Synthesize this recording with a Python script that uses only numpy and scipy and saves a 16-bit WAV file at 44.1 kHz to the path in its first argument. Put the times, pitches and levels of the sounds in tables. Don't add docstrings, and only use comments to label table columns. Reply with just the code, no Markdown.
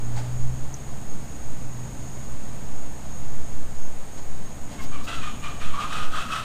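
import sys
import numpy as np
from scipy import signal
from scipy.fft import rfft, irfft, next_fast_len
from scipy.io import wavfile
from scipy.ndimage import map_coordinates

SR = 44100
rng = np.random.default_rng(int(sys.argv[2]) if len(sys.argv) > 2 else 0)


def waveform_to_disk(signal):
    frames = np.transpose(np.atleast_2d(signal))
    scaled = np.clip(frames, -1, 1) * 32767
    samples = np.round(scaled).astype(np.int16)
    wavfile.write(sys.argv[1], SR, samples)


N = 284004

# (frequency [Hz], relative density [dB])
RUMBLE_SPECTRUM = [(15, 5.5), (28, 10), (45, 1.5), (65, 2.5), (93, 1), (135, 0.5), (200, 0), (295, -5),
                   (350, -14.5), (700, -39), (2000, -90)]
MURK_SPECTRUM = [(150, -25), (350, -1.5), (700, 0), (1100, -5.5), (1500, -9), (2200, -12), (3000, -15.5),
                 (5500, -20.5), (7500, -48)]
HISS_SPECTRUM = [(3500, -17.5), (5600, -3.5), (10000, -3), (15500, -4.5)]
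SWAY_SPECTRUM = [(.1, 10), (.7, -4.5), (2.4, -4), (5, -11), (7, -11.5), (12, -40), (25, -44), (50, -63),
                 (120, -100), (300, -140)]
# (time [s], relative level [dB])
SWAY_ENVELOPE = [(0, -20.5), (.3, -13), (2.1, -24.5), (3.8, -10.5), (4.9, -19), (6.1, -9.5), (6.44, -27.5)]
BASS_ENVELOPE = [(0, 2.5), (.77, 0), (1.15, 1.5), (3.6, -.5), (4.05, -4), (4.65, 0.5), (5.2, 1.5),
                 (6.44, 0)]
# (time [s], firing rate [Hz], fundamental level [dB], second harmonic level [dB])
ENGINE_ORDERS = [(0, 60, -50, -38), (.17, 59.5, -41, -29.5), (.38, 61, -41, -32.5),
                 (.52, 62.3, -34.5, -29.5), (.63, 64, -42.5, -39), (1.1, 67, -48.5, -46),
                 (1.4, 67, -44.5, -54), (1.7, 60.5, -60, -46.5), (2.1, 63.5, -52, -40.5),
                 (2.7, 66, -45, -49), (3.55, 66.5, -43, -46.5), (3.9, 66, -49, -61)]
# (frequency [Hz], relative level [dB])
HUM_PARTIALS = [(120.5, -51), (147, -56.5), (221, -63), (294, -58), (441, -64)]
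# (first chirp [s], period [s], frequency [Hz], relative level [dB])
NEAR_INSECTS = [(.06, .342, 6545, -49.5), (.38, .48, 6800, -52), (.05, .39, 6980, -57)]
# (frequency [Hz], relative density [dB])
RASP_SPECTRUM = [(25, -6), (60, -9), (150, -21), (500, -60), (1500, -100)]
# (frequency [Hz], relative density [dB])
SHRILL_SPECTRUM = [(5900, -28), (6150, -17.5), (6350, -9.5), (6550, -3), (6650, -3), (6800, -4),
                   (6980, -8.5), (7100, -12), (7600, -42)]
CHORUS_SPECTRUM = [(5600, -11), (6300, -4), (7100, -1.5), (7500, 1), (8150, -0.5), (8500, 3), (9100, -2.5),
                   (10000, -13), (12000, -30)]
# (time [s], gain [dB])
INSECT_ENVELOPE = [(0, 0), (1, -.5), (1.85, 1.5), (2.6, -.5), (3.1, 0.5), (4.5, -1.1), (5.5, -0.5),
                   (6.44, -7.5)]
# (time [s], level [dB], Gaussian width [s])
RUSTLES = [(.183, -42, 0.015), (.228, -48, 0.081), (4.185, -44, .009), (4.735, -46, 0.026)]
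MIST_PUFFS = [(4.835, -46, 0.016), (5.05, -46, 0.011)]
# (frequency [Hz], relative density [dB])
RUSTLE_SPECTRUM = [(300, -14), (600, 4), (850, 6.5), (1150, -5), (1900, -2), (2600, -10), (4500, -8),
                   (5500, -11), (8500, -10), (10500, -29), (15000, -24)]
MIST_SPECTRUM = [(2000, -17), (4000, 7), (8000, 0), (11000, -7), (14000, -3), (16000, -8)]
SPRAY_SPECTRUM = [(300, -17), (700, 2.5), (1000, -7), (1600, 4), (2200, -3.5), (2700, -1.5), (3300, 1.5),
                  (4300, -5.5), (4800, -10.5), (5600, -8.5), (8600, -10.5), (10500, -21), (15000, -28)]
# (time [s], relative level [dB])
CONTACTS = [(.741, -27.5)]
# (frequency [Hz], relative level [dB], 60 dB decay time [s])
CONTACT_MODES = [(5620, -6, 0.02), (6200, 1.5, 0.019), (6700, -12, 0.066)]
# (time [s], duration [s], relative spray level [dB], relative note level [dB])
HEAD_SPITS = [(4.69, .035, -48.5, -60), (4.776, 0.032, -43, -46.5), (4.906, 0.1, -44, -42),
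              (5.064, 0.08, -32, -33), (5.208, 0.082, -37.5, -38), (5.416, 0.078, -38, -38.5),
              (5.592, 0.092, -36.5, -38.5), (5.714, 0.086, -39.5, -31.5), (5.779, 0.039, -32, -27),
              (5.885, 0.15, -32.5, -30), (6.104, 0.11, -31.5, -28.5), (6.273, 0.11, -30.5, -26.5)]
# (frequency [Hz], bandwidth [Hz], relative level [dB])
HEAD_CAVITIES = [(2670, 110, 10), (2885, 110, 10.5), (3186, 170, 10), (4370, 250, -7)]
# (time [s], frequency [Hz])
RISER_NOTE = [(4.78, 1078), (4.872, 1100), (4.908, 1177), (5.034, 1134), (5.062, 1332), (5.176, 1344),
              (5.232, 1207), (5.56, 1181), (5.694, 1253), (5.726, 1130), (5.948, 1270), (6.44, 1301)]
# (multiple of the lowest resonance, relative level [dB])
RISER_MODES = [(3, 0), (4, 8), (5, 0), (6, -6), (7, -9.5)]
# (offset from its centre [Hz], relative density [dB])
RESONANCE_SKIRT = [(35, 7), (80, -6.5), (160, -3), (400, -17.5), (1500, -94)]
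# (frequency [Hz], 60 dB decay time [s])
YARD_DECAY = [(300, 0.4), (2000, 0.34), (10000, 0.05)]

RUMBLE_DB, MURK_DB, HISS_DB, SHRILL_DB, CHORUS_DB = -39.5, -46.5, -57.5, -52, -55
CHIRP_WIDTH_S, CHIRP_SCATTER_S, CHIRP_SCATTER_HZ = 0.047, 0.02, 29.8
WATER_ARRIVES_S, FILL_S = 5.8, 0.22
DRY_RISE_S, WET_RISE_S = 0.026, 0.062
DRY_RING, WET_RING = 0.41, 0.13
SAG_DB_PER_S, RELEASE_DB_PER_S = 24, 135
DRIBBLE_DB, DRIBBLE_DB_PER_S = -3, 56
JET_DB, TOP_HZ = -57, 15550


def amp(db):
    return 10 ** (np.asarray(db) / 20)


def unit(x):
    return x / np.sqrt(np.mean(x ** 2) + 1e-20)


def clock():
    return np.arange(N) / SR


def along(points, hz):
    f, v = np.transpose(points)
    return np.interp(np.log(np.maximum(hz, 1e-3)), np.log(np.maximum(f, 1e-3)), v)


def curves(rows):
    times, *columns = np.transpose(rows)
    return [np.interp(clock(), times, column) for column in columns]


def wobble(rate):
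    return map_coordinates(rng.standard_normal(int(N * rate / SR) + 4), [clock() * rate])


def filtered(x, response):
    size = next_fast_len(N + SR // 2)
    return irfft(rfft(x, size) * response(np.fft.rfftfreq(size, 1 / SR)), size)[:N]


def coloured(x, spectrum):
    return unit(filtered(x, lambda hz: amp(along(spectrum, hz))))


def noise(spectrum):
    return coloured(rng.standard_normal(N), spectrum)


def band(phase, skirt):
    return noise(skirt) * np.cos(phase) + noise(skirt) * np.sin(phase)


def impulses(rate, spread_db):
    hits = rng.random(N) < rate / SR
    polarity = np.sign(rng.standard_normal(N))
    return unit(hits * polarity * amp(spread_db * np.clip(rng.standard_normal(N), -2, 2)))


def bursts(rows, spectrum):
    swell = sum(amp(db) * np.exp(-.5 * ((clock() - s) / width) ** 2) for s, db, width in rows)
    return swell * coloured(rng.standard_normal(N) + 0.62 * impulses(rate=990, spread_db=0), spectrum)


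def air():
    rumble = amp(RUMBLE_DB + curves(BASS_ENVELOPE)[0] + 0.5 * wobble(3.08)) * noise(RUMBLE_SPECTRUM)
    murk = amp(MURK_DB + 0.12 * wobble(4.9)) * noise(MURK_SPECTRUM)
    hiss = amp(HISS_DB) * noise(HISS_SPECTRUM)
    sway = amp(curves(SWAY_ENVELOPE)[0] - 1.0) * noise(SWAY_SPECTRUM)
    return rumble + murk + hiss + sway


def engine():
    firing_hz, *orders_db = curves(ENGINE_ORDERS)
    phase = 2 * np.pi * np.cumsum(firing_hz * (1 + 0.0042 * wobble(12))) / SR
    return np.sqrt(2) * sum(amp(db + wobble(9.2)) * np.sin(k * phase) for k, db in enumerate(orders_db, 1))


def machine():
    hum = sum(amp(db + 3.05 * wobble(2.924)) * np.sin(2 * np.pi * hz * clock() + 0.97 * wobble(3.6))
              for hz, db in HUM_PARTIALS)
    return np.sqrt(2) * amp(curves(BASS_ENVELOPE)[0]) * hum


def chirper(first, period, hz, db):
    out = np.zeros(N)
    rasp = np.abs(signal.hilbert(noise(RASP_SPECTRUM)))
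    for k, (late, sharp) in enumerate(rng.standard_normal((32, 2))):
        centre = first + k * period + CHIRP_SCATTER_S * late
        near = np.arange(max(round((centre - .2) * SR), 0), min(round((centre + .2) * SR), N))
        t = near / SR - centre
        swell = amp(db) * np.exp(-.5 * (t / CHIRP_WIDTH_S) ** 2)
        out[near] += swell * np.sin(2 * np.pi * (hz + CHIRP_SCATTER_HZ * sharp) * t)
    return out * unit(rasp)


def insects():
    chirps = sum(chirper(*row) for row in NEAR_INSECTS)
    shrill = amp(SHRILL_DB + 1.1 * wobble(5.48)) * noise(SHRILL_SPECTRUM)
    chorus = amp(CHORUS_DB + 0.39 * wobble(5.9)) * noise(CHORUS_SPECTRUM)
    return amp(curves(INSECT_ENVELOPE)[0]) * (chirps + shrill) + chorus


def rustles():
    return bursts(RUSTLES, RUSTLE_SPECTRUM)


def tick():
    out = np.zeros(N)
    for onset, db in CONTACTS:
        t = np.maximum(clock() - onset, 0)
        attack = 1 - np.exp(-t / 0.00036)
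        for hz, mode_db, t60 in CONTACT_MODES:
            out += attack * amp(db + mode_db - 60 * t / t60) * np.sin(2 * np.pi * (hz * t + rng.random()))
    return out


def wetness(time):
    return .5 + .5 * np.tanh((time - WATER_ARRIVES_S) / FILL_S)


def spit_powers():
    spray_power, note_power = np.zeros(N), np.zeros(N)
    for onset, length, spray_db, note_db in HEAD_SPITS:
        t = np.maximum(clock() - onset, 0)
        after = np.maximum(t - length, 0)
        rise = DRY_RISE_S + (WET_RISE_S - DRY_RISE_S) * wetness(onset)
        swell = np.minimum(t / rise, 1) * amp(-SAG_DB_PER_S * t)
        push = swell * amp(-RELEASE_DB_PER_S * after)
        dribble = swell * amp(DRIBBLE_DB - DRIBBLE_DB_PER_S * after)
        spray_power += (np.maximum(push, dribble) * amp(spray_db)) ** 2
        note_power += (push * amp(note_db)) ** 2
    return spray_power, note_power


def head_response(hz):
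    return sum((-1) ** k * amp(db) * 1j * hz * width / (centre ** 2 - hz ** 2 + 1j * hz * width)
               for k, (centre, width, db) in enumerate(HEAD_CAVITIES))


def sprinklers():
    spray_power, note_power = spit_powers()
    slugs = wobble(75)
    flow = unit((rng.standard_normal(N) + 0.5 * impulses(rate=900, spread_db=-0.5)) * amp(0.71 * slugs))
    cavities = unit(filtered(rng.standard_normal(N), head_response))
    hiss = unit(coloured(flow, SPRAY_SPECTRUM) + amp(-6.5) * cavities)
    lowest_hz = curves(RISER_NOTE)[0] / 2
    phase = 2 * np.pi * np.cumsum(lowest_hz + 4 * wobble(40)) / SR
    upper_modes = sum(amp(db) * band(k * phase, RESONANCE_SKIRT) for k, db in RISER_MODES)
    hollow = unit(upper_modes * amp(2.2 * slugs))
    churn = np.sqrt(spray_power / spray_power.max())
    gargle = 2 * np.pi * np.cumsum(65 * churn * wobble(380)) / SR
    note = unit(band(2 * phase + gargle, RESONANCE_SKIRT) * amp(0.33 * slugs))
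    ring_share = DRY_RING + (WET_RING - DRY_RING) * wetness(clock())
    spray = np.sqrt(ring_share) * hollow + np.sqrt(1 - ring_share) * hiss
    return amp(-1.4) * (np.sqrt(spray_power) * spray + amp(0.5) * np.sqrt(note_power) * note)


def jet():
    return amp(JET_DB) * wetness(clock()) * noise(MIST_SPECTRUM)


def yard(x):
    hz, t, spectra = signal.stft(rng.standard_normal(SR // 2), SR, nperseg=256)
    decay = amp(-60 * t / along(YARD_DECAY, hz)[:, None])
    tail = signal.istft(spectra * decay, SR, nperseg=256)[1]
    return signal.fftconvolve(x, tail / np.linalg.norm(tail))[:N]


def scene():
    direct = jet() + sprinklers() + rustles() + bursts(MIST_PUFFS, MIST_SPECTRUM)
    return (direct + amp(-14.0) * yard(direct) + tick() + insects() + engine() + machine() + air())[None]


def record(dry):
    return filtered(dry[0], lambda hz: hz < TOP_HZ)[None]


dry = scene()
out = record(dry)
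waveform_to_disk(out)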